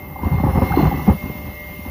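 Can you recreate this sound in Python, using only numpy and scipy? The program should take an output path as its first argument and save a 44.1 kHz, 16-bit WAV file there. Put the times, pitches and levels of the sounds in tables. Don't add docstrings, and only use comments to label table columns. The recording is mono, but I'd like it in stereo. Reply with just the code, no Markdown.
import sys
import numpy as np
from scipy import signal
from scipy.fft import rfft, irfft
from scipy.io import wavfile
from scipy.ndimage import uniform_filter1d

SR = 44100
rng = np.random.default_rng(int(sys.argv[2]) if len(sys.argv) > 2 else 0)


def boost(x):
    u = np.asarray(x, float) / 20
    return 10 ** u


def bounce(signal):
    frames = np.transpose(np.atleast_2d(signal))
    limited = np.clip(frames, -1, 1)
    pcm = np.round(limited * 32767).astype(np.int16)
    wavfile.write(sys.argv[1], SR, pcm)


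N = 83790

# start_s, blade_tone_hz
FAN_SPEED = [(0, 10682), (.3, 10665), (.52, 10735), (.76, 10765), (.88, 10795), (1.12, 10780),
             (1.35, 10728), (1.9, 10675)]
# start_s, whine_db, whine_left_right_db, whine_lag_rad, blade_tone_db
MOTOR_TONES = [(0, -32.5, 6, 2.7, -59), (.05, -30, 5, 2.7, -69), (.09, -47, 9.5, 2.7, -63),
               (.15, -33.5, 6, 2.5, -67), (.32, -36.5, 16.5, 3.1, -60), (.39, -34, 16.5, 3.4, -64),
               (.486, -36, 0, 2.2, -53), (.71, -35.5, 24, 1.8, -54.5), (.82, -39.5, 17, 2.6, -62),
               (.9, -39.5, 18.5, 2.3, -60), (1.03, -28, 2, 2.85, -55), (1.09, -28, 7, 2.5, -53),
               (1.15, -36, 4, 2.6, -51), (1.2, -30.5, 7.5, 2.44, -58.5), (1.5, -30, 4, 2.8, -58),
               (1.61, -27, 8, 3, -62), (1.81, -33.5, 8, 2.7, -58), (1.9, -34.5, 10, 2.5, -55)]
# multiple_of_shaft_speed, level_db
SHAFT_ORDERS = [(1, -52), (2, -54), (3.28, -60), (4.41, -64), (21.15, -58), (23, -57), (24.5, -56)]
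# centre_s, width_s, multiple_of_shaft_speed, level_db
WHISTLES = [
    (0.595, 0.15, 9, -55),
    (1.24, 0.71, 1.0, -49),
    (0.98, 0.094, 3.345, -37.5),
    (0.53, 0.17, 3.35, -51),
    (1.606, 0.11, 3.28, -44.5),
    (0.054, 0.13, 3.36, -54),
    (0.82, .15, 4.41, -55.5),
    (1.15, 0.51, 4.41, -62.5),
    (.4, .08, 7.12, -58.5),
]
# start_s, hiss_db
SUCTION = [(0, -46), (.5, -45), (.69, -40.5), (.8, -38), (.9, -41), (1.2, -42.5), (1.9, -44)]
# pitch_hz, level_db (per Hz)
RUSH_COLOUR = [(24, -24), (40, 10.5), (452, -5.5), (593, -6.5), (1640, -17), (2150, -1.5), (2300, -108),
               (2990, -67), (5060, -120)]
THROAT_COLOUR = [(1350, -21), (2300, -3), (2500, -4.5), (2700, 1.5), (3420, -8), (5790, -9.5),
                 (6770, -13.5), (8000, -22.5), (10400, -79), (17600, -120)]
FAN_COLOUR = [(4710, -53.5), (8000, -26.5), (10200, -16.5), (10400, -13), (11300, -10), (12200, -6),
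              (13800, 0.5), (15400, 2.5)]
# start_s, patter_db, nozzle_left_right_db
TRAFFIC = [(0, -37.5, 1.5), (.22, -33, 2.5), (.25, -35, 9.5), (.6, -25.5, 9), (.85, -26, 14.5),
           (1.0, -26, 3), (1.1, -29, 3), (1.2, -36, 5.5), (1.9, -38, 6.5)]
# pitch_hz, width_hz, level_db
TUBE = [(69.4, 25, 5), (149.6, 49.4, 0.5), (195, 56, -2.5), (270, 70, -3), (390, 83, -8),
        (529.7, 34.5, -9.5), (780, 133, -5.5), (998, 72, -9.5), (1143, 130, -9), (1690, 1200, -16),
        (2047, 200, -13.5)]
# centre_s, level_db, pitch_hz
KNOCKS = [(0.163, -28, 794), (0.194, -27.5, 880), (0.237, -23.5, 950), (0.27, -34, 720), (0.329, -30, 865),
          (0.439, -25.5, 592), (0.441, -20.5, 840), (0.473, -20, 835), (0.488, -28, 850), (0.56, -21, 780),
          (0.579, -21, 940), (0.594, -23.5, 710), (0.623, -21, 800), (0.623, -19, 531),
          (0.624, -18.5, 1017), (0.71, -21.5, 810), (0.743, -16.6, 797), (0.776, -21.5, 790),
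          (0.784, -22, 1065), (0.795, -18.5, 868), (0.836, -21, 780), (0.845, -29, 980), (0.856, -29, 1290),
          (0.861, -30, 684), (0.925, -22.5, 792), (1.082, -16, 770), (1.089, -19.5, 422),
          (1.099, -30.5, 430), (1.101, -16, 825), (1.856, -34, 816)]
# centre_s, level_db, pitch_hz
MORE_KNOCKS = [(.165, -30, 1030), (.25, -28, 1040), (.315, -40, 830), (.345, -33, 820), (.38, -31, 411),
               (.4, -30, 840), (.54, -26, 790), (.722, -23, 1280), (.726, -24, 1520), (.73, -24, 820),
               (.777, -24, 1160), (.81, -23, 680), (.86, -25, 830), (.88, -31, 786), (.918, -19.5, 804),
               (1.0, -28.5, 810), (1.095, -23, 1200), (1.095, -19, 528), (1.12, -26, 532), (1.12, -27, 803)]
# centre_s, level_db, pitch_hz
GULPS = [(0.236, -18, 238), (0.27, -18, 79.2), (0.273, -19, 224.0), (0.309, -27, 129.0),
         (0.329, -12.5, 134), (0.347, -16, 148.0), (0.387, -17, 79.5), (0.406, -20.5, 211),
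         (0.441, -12.5, 230), (0.451, -14, 120), (0.469, -16.5, 242), (0.5, -19.5, 79),
         (0.559, -18.5, 195.0), (0.573, -13.5, 66.4), (0.579, -46, 420), (0.581, -12.5, 153),
         (0.589, -18.5, 430), (0.624, -11.5, 222), (0.634, -15, 86), (0.635, -29, 276.0),
         (0.651, -50, 138.0),
         (0.715, -22.5, 138), (0.748, -37, 190), (0.746, -18.5, 78.6), (0.776, -15, 314),
                   (0.803, -11, 270), (0.816, -18.5, 173), (0.826, -28.5, 403), (0.834, -12, 164),
                   (0.839, -21, 413), (0.861, -12, 144), (0.877, -19, 67), (0.876, -14.5, 143),
                   (0.931, -32, 196), (0.957, -39, 154), (0.981, -28, 85.0), (1.09, -15, 227),
                   (1.106, -11.5, 90.4), (1.12, -26.5, 202), (1.131, -24, 213),
         (1.242, -25.5, 195),
    (1.262, -24.5, 230),
    (1.3, -26, 410),
    (1.304, -26.5, 166),
    (1.356, -26, 216),
    (1.492, -30, 78.5),
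    (1.796, -27.5, 194),
    (1.866, -27, 204),
    (1.888, -29.5, 82),
]
# centre_s, level_db, pitch_hz
STUCK_BEADS = [
    (.165, -49, 77),
    (.797, -12, 264),
    (1.087, -3.5, 203),
    (1.15, -21.5, 190),
]
# centre_s, level_db, pitch_hz
MORE_GULPS = [
    (.26, -12.5, 74.5),
    (.325, -11.5, 89),
    (.36, -13, 71),
    (.49, -10.5, 72),
    (.54, -20, 70),
    (.58, -31, 60),
    (.775, -5.5, 324),
    (1.17, -25, 78.4),
    (1.27, -26, 82),
    (1.82, -31, 79),
]
# start_s, spray_db, throat_opening_db
SPRAY = [(0, -72, -4.5), (.18, -87, -7), (.25, -81, -0.5), (.36, -53, -2.5), (.44, -63, -3), (.48, -56, -2),
         (.6, -61, -2), (.66, -48.5, 0.5), (.76, -44, -3.5), (.8, -39.5, -1.5), (.87, -47, 0.5),
         (.92, -54, -1), (1.07, -65, 0), (1.4, -72, -1), (1.9, -65, -1)]
# pitch_hz, width_hz, level_db
NOZZLE = [(4144, 420, 0.5), (3560, 240, -4.5), (2770, 350, -0.5)]
# pitch_hz, share_of_faint_patches_muted
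MUTED = [(2200, 0), (2500, .04), (3600, .15), (5000, .3), (7500, .75), (10000, .68), (12000, 0)]

SIDE = np.array([[.5], [-.5]])
PORT_LAG_S, BODY_LAG_S = 0.00032, 0.00018
UNLIKE_BODY, UNLIKE_AIR = 0.42, 0.88


def curves(rows):
    start_s, *columns = np.array(rows).T
    return [np.interp(np.arange(N) / SR, start_s, column) for column in columns]


def unit(x):
    return x / np.sqrt(np.mean(x ** 2))


def ring(x, hz, width):
    b, a = signal.iirpeak(hz, hz / width, fs=SR)
    return signal.lfilter(b, a, signal.lfilter(b, a, x))


def walk(rate):
    k = int(SR / rate)
    steps = np.repeat(rng.standard_normal(N // k + 1), k)
    return uniform_filter1d(uniform_filter1d(steps, k), k)[:N]


def ports(x, other, unlike, lag_s):
    pan_db, pan_bass_db, pan_turn_hz, bass_turn_rad = 9, 3, 295, 0.099
    hz = np.fft.rfftfreq(N, 1 / SR)
    treble = hz ** 2 / (hz ** 2 + pan_turn_hz ** 2)
    pan = boost((pan_bass_db + (pan_db - pan_bass_db) * treble) / 2)
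    share = np.clip(unlike * np.minimum(hz / 1500.0, 1) + 0.055, 0, 1)
    left = rfft(x)
    late = left * np.exp(-2j * np.pi * hz * lag_s - 1j * bass_turn_rad * (1 - treble))
    right = np.sqrt(1 - share ** 2) * late + share * rfft(other)
    return irfft(np.array([left * pan, right / pan]), N)


def bursts(rows, cycles, sag):
    out = np.zeros(N + SR)
    for (s, db, hz), turn in zip(rows, rng.random(len(rows))):
        u = np.arange(int(4.5 * cycles * SR / hz)) * hz / SR / cycles
        shape = (u / 0.29) ** 2 * np.exp(2 * (1 - u / 0.3)) * (1 - (u / 5.7) ** 2) ** 2
        swing = np.sin(2 * np.pi * (turn + cycles * u * (1 + sag * (.8 - u))))
        start = int((s - 0.3656 * cycles / hz) * SR)
        out[start:start + len(u)] += boost(db) * shape * swing
    return out[:N]


def ticks(per_s, scatter_db):
    hit = rng.random(N) < per_s / SR
    return hit * boost(scatter_db * rng.exponential(size=N)) * rng.choice([-1, 1], N)


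def hiss(colour, bands_per_octave=4):
    hz = np.fft.rfftfreq(N, 1 / SR) + 1
    colour_hz, colour_db = np.array(colour).T
    spec = rfft(rng.standard_normal(N)) * boost(np.interp(np.log(hz), np.log(colour_hz), colour_db))
    spec *= (hz >= colour_hz[0]) & (hz < colour_hz[-1])
    band = (np.log2(hz) * bands_per_octave).astype(int)
    out = np.zeros(N)
    for b in np.unique(band[abs(spec) > 0]):
        out += irfft(spec * (band == b), N) * boost(.9 * walk(22))
    return unit(out)


def motor():
    blades, whine_order = 18, 3.558
    blade_hz, = curves(FAN_SPEED)
    whine_db, whine_side_db, whine_lag_rad, blade_db = curves(MOTOR_TONES)
    shaft_hz = blade_hz / blades * (1 + 0.000087 * walk(25.))
    turn = 2 * np.pi * np.cumsum(shaft_hz) / SR

    def tone(order, db):
        return np.sqrt(2) * boost(db) * np.sin(order * turn)

    shaft = sum(tone(order, db + 1.5 - 2.5 * walk(15.0)) for order, db in SHAFT_ORDERS)
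    for s, width, order, db in WHISTLES:
        shaft = shaft + tone(order, db) * np.exp(-((np.arange(N) / SR - s) / width) ** 2)
    blade = tone(blades, blade_db + 2.0 * walk(12.0) + 1.2)
    whine = boost(whine_db + SIDE * whine_side_db + walk(30.0) / 2)
    whine = whine * np.sin(whine_order * turn + SIDE * whine_lag_rad)
    return ports(shaft, shaft, 0, PORT_LAG_S) + whine + blade * boost(SIDE * 3)


def air():
    suction_db, = curves(SUCTION)
    traffic_db, _ = curves(TRAFFIC)
    _, throat_db = curves(SPRAY)
    rush = hiss(RUSH_COLOUR) * boost(-49.5 + 1.95 * (suction_db + 48))
    fan = hiss(FAN_COLOUR) * boost(suction_db + 0.5)
    throat_db = throat_db - 51.5 + 0.85 * (suction_db + 46) + 0.14 * (traffic_db + 47)
    return rush + fan + hiss(THROAT_COLOUR) * boost(throat_db)


def patter(gulps):
    splash_db, splash_s = -15.5, 0.025
    hits = ticks(2000, 1.5)
    tube = np.zeros(N)
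    for k, (hz, width, db) in enumerate(TUBE):
        tube += (-1) ** k * boost(db) * unit(ring(hits, hz, 1.22 * width))
    smear = int(splash_s * SR)
    thrown = uniform_filter1d(uniform_filter1d(abs(gulps), smear), smear)
    traffic_db, _ = curves(TRAFFIC)
    return tube * (boost(traffic_db - 6 + 2.7 * walk(32.47)) + boost(splash_db) * thrown)


def bead_knocks():
    return boost(1) * bursts(KNOCKS, cycles=13.86, sag=0.067)


def gulp_thumps():
    quick = bursts(GULPS, cycles=2.95, sag=0.19)
    return boost(4) * quick + bursts(STUCK_BEADS, cycles=7.4, sag=0.04)


def more_knocks():
    return bursts(MORE_KNOCKS, cycles=16, sag=0.031)


def more_gulps():
    return bursts(MORE_GULPS, cycles=3, sag=.1)


def spray():
    hits = ticks(1300, 3.5)
    wall = sum(boost(db) * unit(ring(hits, hz, width)) for hz, width, db in NOZZLE)
    spray_db, _ = curves(SPRAY)
    return unit(wall) * boost(spray_db)


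def scene():
    gulps, knocks = gulp_thumps(), bead_knocks()
    _, nozzle_side_db = curves(TRAFFIC)
    nozzle = boost(SIDE * (nozzle_side_db - 6.5))
    body = ports(gulps + knocks + patter(gulps), knocks + patter(gulps), UNLIKE_BODY, BODY_LAG_S)
    extra = more_gulps() + more_knocks()
    body = body + ports(extra, extra, 0, BODY_LAG_S)
    rush = ports(air(), air(), UNLIKE_AIR, PORT_LAG_S)
    drops = ports(spray(), spray(), UNLIKE_AIR, PORT_LAG_S)
    return body * nozzle + rush + drops + motor()


def mute_faint_patches(x):
    hz, _, patches = signal.stft(x, SR, nperseg=2048)
    level = uniform_filter1d(abs(patches).sum(axis=0), size=5, axis=0)
    level = uniform_filter1d(level, size=2, axis=1)
    level = level / np.exp(uniform_filter1d(np.log(level + 1e-12), size=40, axis=0))
    rank = level.ravel().argsort().argsort().reshape(level.shape) / level.size
    keep = rank >= np.interp(hz, *np.array(MUTED).T)[:, None]
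    return signal.istft(patches * keep, SR, nperseg=2048)[1][:, :N]


def low_pass(x):
    return signal.sosfilt(signal.butter(12, 16520, fs=SR, output="sos"), x)


def record(dry):
    low_hz, ceiling, top_hz = 48, .93, 15500
    x = signal.sosfilt(signal.butter(2, low_hz, "high", fs=SR, output="sos"), dry)
    x = x / (1 + (abs(x) / ceiling) ** 4) ** .25
    x = signal.sosfilt(signal.ellip(8, .2, 70, top_hz, fs=SR, output="sos"), x)
    return low_pass(mute_faint_patches(x))


dry = scene()
out = record(dry)
bounce(out)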